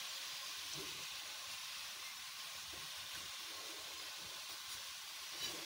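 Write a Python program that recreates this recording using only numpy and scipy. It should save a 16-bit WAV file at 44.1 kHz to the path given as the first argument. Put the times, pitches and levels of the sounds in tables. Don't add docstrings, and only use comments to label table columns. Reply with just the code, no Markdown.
import sys
import numpy as np
from scipy import signal
from scipy.fft import rfft, irfft
from scipy.io import wavfile
from scipy.ndimage import uniform_filter1d

SR = 44100
rng = np.random.default_rng(int(sys.argv[2]) if len(sys.argv) > 2 else 0)


def log_audio(samples):
    frames = np.atleast_2d(samples).T
    limited = np.clip(frames, -1, 1)
    pcm = np.round(limited * 32767).astype(np.int16)
    wavfile.write(sys.argv[1], SR, pcm)


def gain_from_db(level_db):
    decades = np.asarray(level_db, float) / 20
    return 10 ** decades


N = 249144
CUTOFF_HZ = 15750


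def rms_one(x):
    return x / np.sqrt(np.mean(x ** 2) + 1e-20)


def evened(x, window_s):
    return x / np.sqrt(uniform_filter1d(x ** 2, max(int(window_s * SR), 1)) + 1e-20)


def drift(rate):
    r = np.exp(-80 * np.pi * rate / SR)
    slow = signal.lfilter([1], [1, -2 * r, r * r], rng.standard_normal(N // 40 + 2002))
    slow = slow[2000:]
    return np.interp(np.arange(N) / 40, np.arange(len(slow)), rms_one(slow))


def ramp_db(s, hold, rise_db_s, fall_db_s):
    t = np.arange(N) / SR - s
    return np.minimum(rise_db_s * t, 0) - fall_db_s * np.maximum(t - hold, 0)


def resonate(x, hz, width_hz):
    r = np.exp(-np.pi * min(width_hz, SR / 3) / SR)
    return signal.lfilter([(1 - r * r) / 2, 0, (r * r - 1) / 2], [1, -2 * r * np.cos(2 * np.pi * hz / SR), r * r], x)


def body(x, modes):
    out = 0
    for k, (hz, width, db) in enumerate(modes):
        out = out + (-1) ** k * gain_from_db(db) / np.sqrt(width) * resonate(x, hz, width)
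    return out


def bursts(per_s, spread_db):
    sizes = gain_from_db(spread_db * np.minimum(rng.exponential(1, N), 5)) * rng.choice([-1, 1], N)
    return rms_one(sizes * (rng.random(N) < per_s / SR) + 1e-18)


def tone_bursts(rows):
    out = np.zeros(N + SR)
    for s, db, hz, length in rows:
        t = np.arange(max(int(length * SR), 8)) / SR
        at = max(round((s - length / 2) * SR), 0)
        envelope = np.sin(np.pi * t / length) ** 2
        out[at:at + len(t)] += gain_from_db(db + 3) * envelope * np.sin(2 * np.pi * hz * t)
    return out[:N]


def spurt_db():
    # start_s, hold_s, lift_db (below 0: a dip)
    spurts = [(0.653, 0.0097, 0.5), (0.803, 0.0113, 1), (1.024, 0.035, -0.34), (1.518, 0.0304, 0.9),
              (2.042, 0.041, 0.5), (2.447, 0.033, 0.7), (2.855, 0.0125, 0.8), (3.142, 0.054, 1),
              (4.492, 0.0404, 1.5), (4.694, 0.055, 2), (5.379, .08, 1), (5.493, 0.075, 1.18)]
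    rise_s, fall_s = 0.0117, 0.029
    return sum(db * gain_from_db(ramp_db(s, hold, 20 / rise_s, 20 / fall_s)) for s, hold, db in spurts)


def frying(per_s=14000, spread_db=3.0, blur=0.72, patchy_db=0.43, shared_db=.5):
    # frequency_hz, density_db (per Hz)
    oil_colour = [(500, -23), (850, -11.5), (1005, -9), (1035, -3.5), (1085, -2.5), (1160, -7), (1310, -11),
                  (1470, -8.5), (1740, -8.5), (2030, -4.5), (4470, -1.5), (5900, -3), (7980, -12),
                  (9600, -10), (13600, -17)]
    # frequency_hz, density_db (per Hz)
    port_colour = [(13870, -17), (14260, -15.5), (14620, -15), (15710, -10.5)]
    # frequency_hz, width_hz, boost_db
    pot_modes = [(1065, 70, 1), (1500, 38, 4), (2010, 78, 2.5), (2448, 110, 2), (2643, 279, 2.5),
                 (2884, 120, 2), (3169, 300, 2), (3330, 55, -2), (3615, 710, 3.5), (4177, 170, 2.03),
                 (5130, 110, -0.38), (5050, 71, -3), (5680, 620, 0.4), (6256, 110, 1.53), (6713, 74, 3),
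                 (6800, 160, -0.5), (9100, 550, 1.66)]
    # start_s, sizzle_db
    vigour = [(0, -47), (.55, -48), (.87, -48), (1.13, -48.5), (1.4, -49.5), (1.8, -48.5), (2.1, -50.5),
              (2.5, -49.5), (2.9, -49.5), (3.6, -49.5), (4.4, -50), (4.64, -51), (4.85, -49.5), (5.05, -51),
              (5.35, -49), (5.5, -49), (5.65, -49)]
    # level_db (at usual vigour), vigour_share, spurt_share
    layers = [(-58.5, 0.39, 1.3), (-61, 0.47, 2.52), (-64.5, 0.49, 1.9)]

    start_s, vigour_db = np.transpose(vigour)
    sizzle_db = np.interp(np.arange(N) / SR, start_s, vigour_db)
    lift_db = spurt_db()
    usual_db = -50
    hum_db, fine_db, finest_db = (db + follows * (sizzle_db - usual_db) + lifted * lift_db
                                  for db, follows, lifted in layers)

    source = np.sqrt(1 - blur) * bursts(per_s, spread_db) + np.sqrt(blur) * rng.standard_normal(N)
    hz = np.maximum(np.fft.rfftfreq(N, 1 / SR), 1)
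    points_hz, points_db = np.transpose(list(oil_colour) + list(port_colour))
    colour = gain_from_db(np.interp(np.log(hz), np.log(points_hz), points_db))
    for centre, width, db in pot_modes:
        colour = colour * gain_from_db(db / (1 + (2 * (hz - centre) / width) ** 2))
    top_db = np.interp(hz, CUTOFF_HZ + np.array([0, 20, 120, 140]), [0, -8, -8, -90])
    spectrum = rfft(source) * colour * gain_from_db(top_db)

    centres = np.array([850, 1050, 1300, 1600, 2000, 2500, 3100, 3900, 4900, 6000, 7200, 8500,
                        10000, 12000, 13500, 13900, 14300, 15600])
    groups, together = np.zeros((4, N)), drift(6.3)
    for k, centre in enumerate(centres):
        mask = np.interp(np.log(hz), np.log(centres), np.arange(len(centres)) == k)
        flicker = gain_from_db(patchy_db * drift(10) + shared_db * together)
        groups[np.searchsorted([1700, 7300, 14000], centre)] += flicker * irfft(spectrum * mask, N)
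    hum, sizzle, fine, finest = (evened(g, 0.19) for g in groups)
    return gain_from_db(hum_db) * hum + gain_from_db(sizzle_db + lift_db) * sizzle + gain_from_db(fine_db) * fine + gain_from_db(finest_db) * finest


def house():
    # frequency_hz, width_hz, level_db
    floor_modes = [(54.7, 11, -9), (90.4, 32, 4)]
    wall_modes = [(138.8, 35.2, 0.15), (230, 144, -0.67)]
    cupboard_modes = [(285, 49, -10), (330, 35, 2.5), (388, 39.6, 1.5), (461.5, 58, -3)]
    worktop_modes = [(534, 49, -1.8), (643, 40, -0.45), (706, 63, -1.6), (867, 92, -0.81)]
    # start_s, hold_s, level_db
    on_floor = [(0.56, 0.22, -70.5), (0.765, 0.095, -64.5), (0.914, 0.073, -68), (1.116, 0.045, -68.5),
                (1.246, .14, -74.5), (1.467, 0.11, -71), (1.763, 0.11, -73), (2.004, .02, -71),
                (2.19, 0.048, -75), (2.556, .07, -71), (2.676, 0.116, -63.5), (2.973, 0.064, -66),
                (3.14, 0.069, -66), (3.233, 0.039, -64), (3.402, 0.031, -73), (3.56, 0.0204, -69.5),
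                (3.79, 0.038, -69), (3.893, 0.1, -70.5), (4.06, 0.039, -73), (4.238, 0.034, -64),
                (4.377, .02, -71), (4.506, 0.038, -70), (4.671, .02, -69), (4.749, 0.0195, -64),
                (4.88, .02, -70), (5.205, 0.0214, -73), (5.327, 0.032, -72), (5.431, 0.083, -65),
                (5.595, .02, -75.5)]
    on_wall = [(0, 0.027, -71.5), (.33, .02, -69), (.75, 0.06, -61), (.82, 0.11, -66), (.94, 0.091, -64.5),
               (1.12, 0.033, -70), (1.47, 0.081, -70.5), (1.71, 0.018, -78.5), (2.19, .05, -75),
               (2.55, 0.137, -71.5), (2.75, 0.11, -64.5), (3.03, 0.013, -67), (3.15, 0.067, -66),
               (3.22, 0.037, -66), (3.85, 0.0185, -71), (4.22, 0.0325, -61), (4.36, 0.0186, -70),
               (4.51, 0.041, -74), (4.68, 0.15, -74), (5.4, 0.195, -63.5), (5.56, 0.052, -71.5)]
    on_cupboard = [(.2, 0.122, -72), (.44, 0.32, -71.5), (0.745, 0.14, -60), (.87, 0.14, -64),
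                   (1.17, 0.16, -71.5), (1.96, 0.024, -66.5), (2.43, 0.039, -75.5), (2.735, 0.019, -62),
                   (2.77, 0.068, -67), (3.15, 0.114, -67), (3.41, 0.091, -68.5), (3.5, 0.177, -64),
                   (3.68, 0.12, -62.5), (3.88, 0.18, -64.5), (4.18, 0.16, -65.5), (4.5, 0.039, -65.5),
                   (4.7, 0.095, -71.5), (5.22, 0.028, -69), (5.33, 0.038, -61.5), (5.43, 0.088, -59),
                   (5.51, 0.1, -58.5)]
    on_worktop = [(0, 0.45, -66), (.4, 0.091, -64), (.75, 0.094, -62), (.99, 0.029, -63),
                  (1.11, 0.047, -65), (1.21, 0.3, -63.5), (1.7, 0.37, -68.5), (2.5, 0.071, -64.5),
                  (2.73, 0.053, -61), (2.88, 0.47, -66.5), (3.4, 0.092, -67.5), (3.52, 0.164, -60.5),
                  (3.68, 0.24, -61), (4, 0.166, -63), (4.18, 0.25, -64), (4.5, 0.06, -65),
                  (4.75, 0.125, -66.5), (5.32, 0.2, -63), (5.49, 0.14, -58.5)]
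    stirrings = [-80, -77, -78.5, -72]

    rise_db_s, fall_db_s = 897.5, 260.5
    out = 0
    struck = zip((on_floor, on_wall, on_cupboard, on_worktop),
                 (floor_modes, wall_modes, cupboard_modes, worktop_modes), stirrings)
    for bumps, modes, stir_db in struck:
        wider = [(hz, 1.54 * width, 0) for hz, width, _ in modes]
        shaken = body(body(bursts(1800, 0.97), modes), wider)
        level_db = stir_db + 1.0 * drift(6)
        for s, hold, db in bumps:
            level_db = np.maximum(level_db, db + ramp_db(s, hold, rise_db_s, fall_db_s))
        out = out + gain_from_db(level_db - 2.5) * evened(shaken, 0.045)
    return out


def plops():
    # top_s, level_db (rms), pitch_hz, length_s
    plop_rows = [(.046, -63, 1113, 0.046), (.435, -59, 1055, 0.047), (.52, -62, 1141, .04),
                 (.733, -47, 5540, 0.0065), (.736, -37, 5940, .002), (.836, -58, 1067, .04),
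                 (.856, -62, 1220, .04), (1.44, -59, 1070, 0.042), (1.556, -63, 2282, .04),
                 (1.617, -62, 2260, 0.044), (1.869, -64, 1614, .04), (1.965, -63, 1500, .04),
                 (2.0, -61, 2020, 0.027), (2.065, -55, 2105, .06), (2.19, -64, 1490, 0.026),
                 (2.29, -64, 2239, .03), (2.39, -62, 1500, .04), (2.441, -62, 1480, .04),
                 (2.586, -60, 1510, .05), (2.737, -59, 1540, 0.017), (2.887, -61, 1930, .02),
                 (2.984, -58, 1507, .045), (3.05, -59, 1070, .02), (3.129, -62, 1055, .05),
                 (3.16, -56, 1520, .035), (3.161, -60, 1910, .03), (3.492, -61, 2180, .04),
                 (3.585, -55, 1070, 0.051), (3.68, -64, 2002, 0.033), (3.78, -61, 1096, .03),
                 (3.927, -61, 2174, .04), (3.965, -57, 1060, 0.023), (4.0, -57, 1080, .02),
                 (4.008, -58, 2170, 0.044), (4.072, -60, 1930, 0.045), (4.14, -60, 1050, 0.037),
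                 (5.57, -60, 1054, 0.059)]
    return tone_bursts(plop_rows)


def ticks():
    # top_s, level_db (rms), pitch_hz, length_s
    tick_rows = [(.1182, -47, 6000, .002), (.2463, -48, 6000, .002), (.4286, -48, 6000, .002),
                 (.6891, -47, 13500, .0004), (.6891, -52, 8500, .001), (.7354, -51, 9000, .001),
                 (.7995, -44, 14800, .0006), (.742, -46, 4500, .002), (.7445, -47, 6000, .003),
                 (.733, -54, 7600, .008), (1.0366, -45, 6000, .002), (1.2779, -47, 6000, .002),
                 (1.3454, -57, 9000, .0015), (1.6027, -60, 14600, .0015), (1.7469, -60, 14600, .0015),
                 (1.8828, -59, 14600, .0015), (2.0673, -50, 6000, .002), (2.0786, -54, 9000, .0015),
                 (2.3455, -59, 14600, .0015), (2.544, -59, 14600, .0015), (2.7449, -56, 14600, .0015),
                 (2.8219, -59, 14600, .0015), (2.9764, -55, 9000, .0015), (3.0929, -56, 9000, .0015),
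                 (3.12, -58, 14600, .0015), (3.6764, -58, 14600, .0015), (3.7032, -52, 9000, .0015),
                 (3.706, -54, 14600, .0015), (3.7452, -56, 9000, .0015), (3.7925, -58, 14600, .0015),
                 (4.2261, -59, 14600, .0015), (4.3445, -57, 14600, .0015), (4.5018, -56, 14600, .0015),
                 (4.5158, -56, 14600, .0015), (4.6034, -58, 14600, .0015), (4.8693, -57, 14600, .0015),
                 (4.8843, -55, 9000, .0015), (4.8916, -55, 14600, .0015), (5.2059, -50, 6000, .002),
                 (5.2177, -58, 14600, .0015), (5.4224, -45, 5500, .0015), (5.4618, -51, 14600, .0015)]
    return tone_bursts(tick_rows)


def booms():
    # top_s, level_db (rms), pitch_hz, length_s
    boom_rows = [(.18, -68, 545, .09), (.27, -70, 535, .04), (.665, -69, 300, .04), (.66, -68, 720, .05),
                 (.99, -66, 625, .05), (2.19, -69, 750, .03), (2.49, -67, 670, .04), (2.86, -67, 780, .05),
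                 (2.95, -69, 630, .1), (3.18, -67, 330, .06), (3.21, -68, 240, .04), (3.24, -64, 70, .05),
                 (.746, -60, 388, .03), (.748, -61, 648, .03), (.775, -56, 149, .06),
                 (.78, -53.5, 320, .03), (.78, -58, 395, 0.029), (.806, -50.5, 386, 0.062),
                 (.835, -56, 297, 0.06), (.88, -58, 370, 0.038), (1.025, -65, 528, .04),
                 (2.738, -56, 338, .03), (2.85, -66, 160, 0.031), (3.5, -66, 330, .06),
                 (3.646, -63, 450, 0.09), (3.71, -64, 326, .06), (3.753, -60, 417, .04),
                 (3.79, -64, 440, .05), (4.246, -62, 150, .05), (5.465, -61, 236, 0.0507),
                 (5.505, -55, 344, .06), (5.509, -60, 727, 0.041), (5.515, -60, 582, 0.055),
                 (5.54, -54, 322, 0.0347), (5.555, -58, 482, 0.04), (5.587, -58, 595, 0.039),
                 (5.58, -58, 325, 0.049), (5.631, -57, 335, 0.055)]
    return tone_bursts(boom_rows)


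def spits():
    # start_s, peak_db, centre_hz, width_hz, t60_s
    spit_rows = [(.689, -41, 15000, 9900, 0.0049), (.737, -40, 5440, 2700, .04),
                 (.764, -50, 12000, 5000, .005), (1.2, -44, 2850, 560, 0.03),
                 (3.148, -46, 6500, 1400, 0.044), (.7985, -43, 15300, 2500, .006),
                 (2.085, -54, 2100, 70, 0.2), (3.146, -50, 1600, 300, 0.1), (3.118, -51, 11800, 4500, .015),
                 (3.129, -52, 11500, 1200, .02), (3.146, -55, 11500, 2500, .015),
                 (3.153, -51, 12000, 1500, .02), (2.4, -42, 3120, 370, 0.077), (2.732, -52, 500, 500, 0.06),
                 (1.035, -47, 5200, 2500, .15), (4.86, -59, 10700, 1200, .9), (4.93, -61, 10800, 1000, .9),
                 (5.0, -60, 10900, 1000, .8)]
    out, span = np.zeros(N), SR // 5
    t = np.arange(span) / SR
    for s, db, hz, width, t60 in spit_rows:
        puff = rng.standard_normal(span) * gain_from_db(-60 * t / t60)
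        ping = resonate(resonate(puff, hz, width), hz, width)
        at = round(s * SR)
        out[at:at + span] += gain_from_db(db) * ping / np.abs(ping).max()
    return out


def utensil():
    # frequency_hz, width_hz, level_db
    metal_modes = [(1677, 27, -14), (2407, 23, -11), (2682, 25, -11), (2990, 25.3, -1), (3900, 13.7, 0.5),
                   (3940, 53, -4), (4760, 22, -8), (5280, 36, -13), (5700, 40, -6), (6800, 36, -15),
                   (6930, 93, -10), (7900, 50, -25.5), (9020, 40, -28), (9540, 50, -30), (10940, 62, -17),
                   (14600, 50, -16), (15600, 60, -17)]
    # start_s, hold_s, level_db, brightness_db (modes above 4.3 kHz), depth_db (below 3.5 kHz)
    stroke_rows = [
        (4.503, 0.032, -64.5, 9.5, -11),
        (4.713, .035, -65, 16, -5.5),
        (5.396, .014, -58.5, 0, -0.5),
        (5.413, 0.012, -58, 9, 4),
        (5.431, 0.026, -55, 9, 4),
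        (5.455, .012, -61, 16, 9),
        (5.48, .016, -61, 12, 3),
    ]
    strokes = np.array([db + ramp_db(s, hold, 1500, 1200) for s, hold, db, _, _ in stroke_rows])
    brightness_db, depth_db = np.array(stroke_rows)[:, 3:].T
    high, middle, low = (gain_from_db(np.max(strokes + np.reshape(tilt_db, (-1, 1)), axis=0))
                         for tilt_db in (brightness_db, 0, depth_db))
    slips, out = bursts(3000, 1.7), 0
    for hz, width, db in metal_modes:
        level = high if hz > 4300 else low if hz < 3500 else middle
        ringing = resonate(resonate(slips, hz, width), hz, 6.9 * width)
        out = out + gain_from_db(db - 2.0) * level * evened(ringing, 0.012)
    return out


def squeaks():
    # top_s, level_db (rms), pitch_hz, length_s
    squeak_rows = [(4.505, -62, 14700, .02), (4.508, -57, 3940, .015), (4.508, -58, 5290, .02),
                   (4.512, -61, 6860, .02), (4.515, -59, 5740, .025), (4.53, -63, 14700, .02),
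                   (4.726, -65, 9060, 0.056), (4.725, -62, 4750, .03), (4.736, -61, 3980, .03),
                   (4.732, -60, 6890, .03), (5.395, -58, 5720, .02), (5.41, -56, 4720, .02),
                   (5.416, -45, 3900, .011), (5.4235, -43.5, 3900, .011), (5.423, -51, 4720, .009),
                   (5.416, -53, 3010, .018), (5.428, -49, 3015, .018), (5.436, -43, 3880, .018),
                   (5.4445, -43, 3880, .011), (5.452, -45, 3880, .012), (5.446, -45, 3020, .022),
                   (5.46, -45, 3900, .01), (5.434, -52, 5710, .026), (5.45, -53, 5710, .016),
                   (5.464, -56, 5710, .008), (5.44, -62, 14650, .05), (5.44, -64, 10940, .04),
                   (5.455, -53, 4720, .014), (5.466, -54, 4720, .012), (5.463, -54, 2400, .015),
                   (5.465, -58, 1695, .05), (5.484, -48, 3000, .026), (5.486, -56, 3900, .026),
                   (5.479, -52, 4740, .009), (5.491, -53, 4740, .012)]
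    return tone_bursts(squeak_rows)


def scene():
    mono = frying() + house() + plops() + ticks() + booms() + spits() + utensil() + squeaks()
    return np.array([mono, mono])


def reflections(shape, ripple_db):
    field = uniform_filter1d(rng.standard_normal(shape), size=60, axis=1)
    field = uniform_filter1d(uniform_filter1d(field, size=40, axis=1), size=2, axis=0)
    return gain_from_db(ripple_db * field / field.std())


def denoise(x, subtract=0.1265, bass_subtract=0.25, floor_db=-9):
    hz, _, cells = signal.stft(x, SR, nperseg=1024, noverlap=768)
    ripple_db = 1.4 * np.clip(hz[:, None] / 2500, 0, 1)
    cells = cells * reflections(cells.shape, ripple_db)
    power = uniform_filter1d(np.abs(cells) ** 2, size=3, axis=1) + 1e-20
    usual = np.median(power, axis=1, keepdims=True)
    share = subtract + bass_subtract / (1 + (hz[:, None] / 800) ** 4)
    gain = np.sqrt(np.maximum(1 - share * usual / power, gain_from_db(2 * floor_db)))
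    top_db = np.interp(hz, CUTOFF_HZ + np.array([0, 20, 100, 130]), [0, -8, -8, -90])
    gain = gain * gain_from_db(top_db)[:, None]
    return signal.istft(cells * gain, SR, nperseg=1024, noverlap=768)[1][:N]


def side_noise():
    # centre_s, low_hz, high_hz, level_db
    side_rows = [(.092, 5650, 7530, -57), (.161, 4170, 5450, -56.5), (.161, 6350, 7730, -62),
                 (1.624, 5147, 6440, -61.5), (1.624, 13200, 14700, -71.5), (2.181, 5170, 6300, -60),
                 (3.272, 13200, 14700, -72), (3.992, 4200, 5730, -59), (3.992, 7700, 9050, -70),
                 (4.155, 6980, 8500, -69), (4.155, 10500, 12000, -73), (4.549, 4204, 5240, -58),
                 (4.805, 5200, 6320, -62.5), (4.805, 13950, 15700, -67.5)]
    side, hz = np.zeros(N), np.fft.rfftfreq(2048, 1 / SR)
    fade = signal.windows.kaiser_bessel_derived(2048, 4 * np.pi) ** 2
    for s, low_hz, high_hz, db in side_rows:
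        noise = rng.standard_normal(2048)
        band = rms_one(irfft(rfft(noise) * (hz > low_hz) * (hz < high_hz)))
        at = round(s * SR) - 1024
        side[at:at + 2048] += gain_from_db(db) * band * fade
    return side * [[1], [-1]]


def top_cut(x):
    return signal.sosfilt(signal.butter(12, 16360, fs=SR, output="sos"), x)


def record(dry):
    bass_cut = signal.butter(2, 46, "high", fs=SR, output="sos")
    mono = signal.sosfilt(bass_cut, denoise(dry[0]))
    mix = gain_from_db(-0.19) * mono + side_noise()
    return top_cut(mix)


dry = scene()
out = record(dry)
log_audio(out)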